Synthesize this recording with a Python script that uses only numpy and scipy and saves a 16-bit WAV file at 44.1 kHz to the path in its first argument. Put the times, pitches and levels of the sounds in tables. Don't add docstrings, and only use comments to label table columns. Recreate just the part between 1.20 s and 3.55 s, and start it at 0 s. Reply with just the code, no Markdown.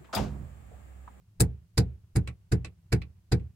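import sys
import numpy as np
from scipy import signal
from scipy.fft import rfft, irfft
from scipy.io import wavfile
from scipy.ndimage import uniform_filter1d

SR = 44100
rng = np.random.default_rng(int(sys.argv[2]) if len(sys.argv) > 2 else 0)


def to_wav(sig):
    pcm = np.clip(np.atleast_2d(sig), -1, 1) * 32767
    pcm = np.round(pcm).astype(np.int16)
    wavfile.write(sys.argv[1], SR, pcm.T)


N = 103635

# t/s, thump level/dB, hollow-mode boost/dB, then clack level/dB at each CLACK_HZ
BLOWS = [(.198, -1, 0.5, -25, -28, -23, -21.5, -18.5), (.572, -1, -1.5, -23.5, -28.5, -17.5, -28, -28),
         (0.953, -3, -2.5, -32.5, -32.5, -34.5, -33.5, -34.5),
         (1.315, -3, 1.5, -32, -31, -32.5, -35.5, -37.5), (1.719, -3, 3, -29.5, -25.5, -26.5, -33, -32.5),
         (2.115, -2.5, 2.5, -29.5, -31, -26, -35, -37.5)]
# f/Hz, relative level/dB
LINKAGE_COLOUR = [(200, -25.5), (450, 12), (580, 1), (750, 6.5), (1100, -1.5), (1550, 7.5), (2300, 3),
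                  (3100, -9.5), (4200, 0), (5000, 0.5), (6200, -3), (7600, 1), (10000, 1), (11800, -11.5),
                  (15000, -4.5), (16300, -33.5)]
# f/Hz, width/Hz, level/dB above that colour
LINKAGE_RINGS = [(689.3, 40, -0.5), (800, 50, 4), (1500, 73, 5), (2000, 110, 2.5), (2270, 59, 5),
                 (2580, 53, 5.5), (3950, 135, 4.5), (4390, 150, 4), (4857, 88, 10.5), (7270, 130, 10.5),
                 (7900, 100, -3.5), (8200, 200, -5.5), (8870, 120, 3.5), (9850, 140.8, 2.5)]

def blows(mix, t):
    squash_s = .0076
    for start, *levels in BLOWS:
        add(mix, start, knock(t, squash_s, LINKAGE_COLOUR, LINKAGE_RINGS, *levels))

REBOUNDS = [(1.0727, -23.5, -4, -36, -36, -43.5, -39.5, -37), (1.445, -25, -7, -37, -38, -39.5, -38, -43),
            (1.816, -29, -10.5, -47, -44, -46, -59.5, -44), (2.195, -28, -6.5, -63, -60.5, -70, -68, -72)]
# f/Hz, relative level/dB
TAP_COLOUR = [(200, -5), (500, 0), (700, -5), (820, 0.5), (950, -13), (1500, -0.5), (2400, 10.5),
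              (3150, -1.5), (3800, 2.5), (5000, -1), (6500, -7.5), (8500, -4.5), (10500, -17.5),
              (15000, -25), (16300, -32.5)]
# f/Hz, width/Hz, level/dB above that colour
TAP_RINGS = [(1125, 118, 15.5), (1332, 52, 9.5), (1650, 41, -14), (2180, 47, -5), (2610, 66, 6),
             (3760, 88, -3), (4120, 110, 7), (7780, 99, 10)]

def rebounds(mix, t):
    rise_s = .0023
    for start, *levels in REBOUNDS:
        add(mix, start, knock(t, rise_s, TAP_COLOUR, TAP_RINGS, *levels))

def knock(t, rise_s, colour, rings, thump_db, hollow_db, *clack_db):
    body = hiss_swell(t, rise_s) + cabin_boom(t) + thump(t, hollow_db)
    return amp(thump_db) * body + clack(t, rise_s, colour, rings, clack_db)

# f/Hz, level/dB, T60/s, build-up/s, left minus right/dB
BODY_MODES = [(57.08, -17.5, .284, 0.031, 1), (67.17, -16.5, 0.323, 0.005574, -1),
              (73.39, -24, 0.51, 0.032, -5), (87, -12.5, .225, 0.028, -1), (118.7, -8.5, 0.21, 0.016, -2.5),
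              (126, -20, .34, 0.015, 0), (163.7, -7, .158, .04, 2.5), (190.8, -4, .095, 0.028, -1.5),
              (243.8, -21.5, 0.16, 0.022, -5.5), (282.1, -28.5, .201, .003, 5),
              (310, -3.5, 0.067, 0.025, 3.5), (357.1, -14.5, 0.1, .022, 7), (419.1, -19.5, .12, .018, -1),
              (462.6, -20, 0.098, .02, 16)]
# f/Hz, phase/rad
BODY_PHASE = [(50, .04), (120, 0.13), (190, 0.15), (300, 0.34), (480, .9)]

def thump(t, hollow_db):
    hollow_above_hz, top_mode_hz = 330, BODY_MODES[-1][0]
    out = np.zeros((2, len(t)))
    for hz, db, t60, build, pan_db in BODY_MODES:
        gain = sides(pan_db) * amp(db + hollow_db * (hz > hollow_above_hz))
        drift = 1 + .012 * (hz / top_mode_hz) * rng.standard_normal()
        phase = np.array([[.5], [-.5]]) * read(BODY_PHASE, hz)
        out -= gain * swell(t, build, t60) * np.sin(2 * np.pi * hz * drift * t + phase)
    return out

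CLACK_HZ = [800, 2000, 4500, 8000, 14000]
# f/Hz, T60/s
CLACK_T60 = [(300, 0.29), (700, 0.17), (1400, .1), (2500, .1), (4500, 0.068), (8000, 0.073), (14000, 0.07)]
# f/Hz, left minus right/dB
CLACK_PAN = [(300, 1), (1500, -1.5), (4500, -5.5), (6000, -2.5), (8000, 5), (15000, 2.5)]
# f/Hz, share of each side heard on the other
CLACK_SPILL = [(300, 0.67), (1000, .17), (2500, 0), (5000, 0), (16000, 0)]

def clack(t, rise_s, colour, rings, levels_db):
    hold_s, squash_db = .0013, -25.5
    direct_s, direct_db = .0039, 2
    chatter_s, chatter_db = .0018, 1.5
    hz = np.fft.rfftfreq(len(t), 1 / SR)
    rings_db = sum(db / (1 + (2 * (hz - f) / width) ** 2) for f, width, db in rings)
    gain = amp(read(list(zip(CLACK_HZ, levels_db)), hz) + rings_db) * sides(read(CLACK_PAN, hz))
    spectrum = rfft(noise(colour, len(t)))
    spectrum = gain * (spectrum + read(CLACK_SPILL, hz) * spectrum[::-1])
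    centres, t60s = np.transpose(CLACK_T60)
    age = np.maximum(t - rise_s - hold_s, 0)
    ring = np.zeros((2, len(t)))
    for weights, t60 in zip(np.eye(len(centres)), t60s):
        band = read(list(zip(centres, weights)), hz)
        ring += irfft(spectrum * band, len(t)) * decay(age, t60)
    chatter = uniform_filter1d(rng.standard_normal(len(t)), round(chatter_s * SR))
    envelope_db = squash_db * np.maximum(1 - t / rise_s, 0)
    envelope_db += direct_db * (np.exp(-(age / direct_s) ** 2) - 1)
    envelope_db += chatter_db * np.tanh(chatter / chatter.std())
    fade_in = np.minimum(10 * t / rise_s, 1)
    return ring * amp(envelope_db) * fade_in

# t/s, level/dB on the left
TICKS = [(0.2054, -18.5), (0.2113, -15), (.2200, -22), (.5790, -27.5), (0.5857, -22.5), (0.9616, -32.5),
         (0.9678, -31)]
# f/Hz, relative level/dB
TICK_COLOUR = [(2000, -26.5), (5500, -20.5), (7500, 2.5), (8600, 4), (10200, 3), (11800, -16),
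               (14500, -10.5), (16000, -20)]

def ticks(mix, t):
    hold_s, right_db = .00082, -17.5
    fade = decay(np.maximum(t - hold_s, 0), t60_s=.009)
    for start, db in TICKS:
        add(mix, start, amp([[db], [db + right_db]]) * fade * noise(TICK_COLOUR, len(t)))

# f/Hz, relative level/dB
BOOM_COLOUR = [(40, -28), (120, -14.5), (135, -5), (165, -7), (195, 0.5), (230, -14), (290, -18),
               (385, -15), (520, -28.5), (900, -49), (16000, -91)]

def cabin_boom(t):
    return amp(-35) * noise(BOOM_COLOUR, len(t)) * swell(t, build_s=.045, t60_s=.44)

# f/Hz, relative level/dB
HISS_COLOUR = [(200, -1), (600, 1), (1200, -7.5), (2600, -9), (3500, -16.5), (5000, -24.5), (9000, -33),
               (16000, -37.5)]

def hiss_swell(t, rise_s):
    return amp(-58) * noise(HISS_COLOUR, len(t)) * swell(t, rise_s, t60_s=.52)

# f/Hz, relative level/dB
RUMBLE_COLOUR = [(20, -22.5), (40, -13.5), (55, -6.5), (68, -7.5), (85, -1), (106, 1), (130, -10),
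                 (148, -16.5), (167, -5), (200, -19.5), (250, -29.5), (330, -27), (480, -35), (1500, -39),
                 (2800, -42.5), (3600, -49), (16000, -55)]
# f/Hz, difference between the sides (0 alike, 1 unrelated)
RUMBLE_WIDTH = [(30, .4), (70, .15), (150, .25), (400, .8), (1500, 1)]

def cabin_rumble():
    left, unrelated = rfft(noise(RUMBLE_COLOUR, N))
    width = read(RUMBLE_WIDTH, np.fft.rfftfreq(N, 1 / SR))
    right = np.sqrt(1 - width ** 2) * left + width * unrelated
    return amp(-53) * irfft(np.array([left, right]), N)

def amp(db):
    return 10 ** (np.asarray(db) / 20)

def sides(pan_db):
    return amp(np.array([[.5], [-.5]]) * pan_db)

def read(points, hz):
    f, value = np.transpose(points)
    return np.interp(np.log(hz + 1), np.log(f + 1), value)

def noise(colour, size):
    gain = amp(read(colour, np.fft.rfftfreq(size, 1 / SR)))
    gain /= np.sqrt(np.mean(gain ** 2))
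    return irfft(rfft(rng.standard_normal((2, size))) * gain, size)

def decay(t, t60_s):
    return np.exp(-np.log(1000) * t / t60_s)

def swell(t, build_s, t60_s):
    return (1 - np.exp(-(t / build_s) ** 2)) * decay(t, t60_s)

def add(mix, start_s, sound):
    part = mix[:, round(start_s * SR):][:, :sound.shape[1]]
    part += sound[:, :part.shape[1]]

def noise_suppressor(x):
    threshold_db, knee_db, depth_db, top_hz, smooth_s = -47.5, 4, 9.5, 3240, .011
    power = abs(uniform_filter1d((x ** 2).mean(0), round(smooth_s * SR)))
    level_db = 10 * np.log10(power + 1e-12)
    shut = .5 - .5 * np.tanh((level_db - threshold_db) / (2 * knee_db))
    low = signal.sosfiltfilt(signal.butter(4, top_hz, fs=SR, output="sos"), x)
    return x + low * (amp(-depth_db * shut) - 1)

def scene():
    t = np.arange(round(.6 * SR)) / SR
    mix = cabin_rumble()
    blows(mix, t)
    rebounds(mix, t)
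    ticks(mix, t[:len(t) // 10])
    return mix

def record(dry):
    bass_cut_hz, top_hz = 27, 16100
    hz = np.fft.rfftfreq(2 * N, 1 / SR)
    bass_cut = 1 - np.exp(-(hz / bass_cut_hz) ** 4)
    clear = irfft(rfft(noise_suppressor(dry), 2 * N) * bass_cut)[:, :N]
    band_limit = signal.firwin(255, top_hz, window=("kaiser", 9), fs=SR)
    return signal.oaconvolve(clear, band_limit[None], "same")

dry = scene()
out = record(dry)
to_wav(out)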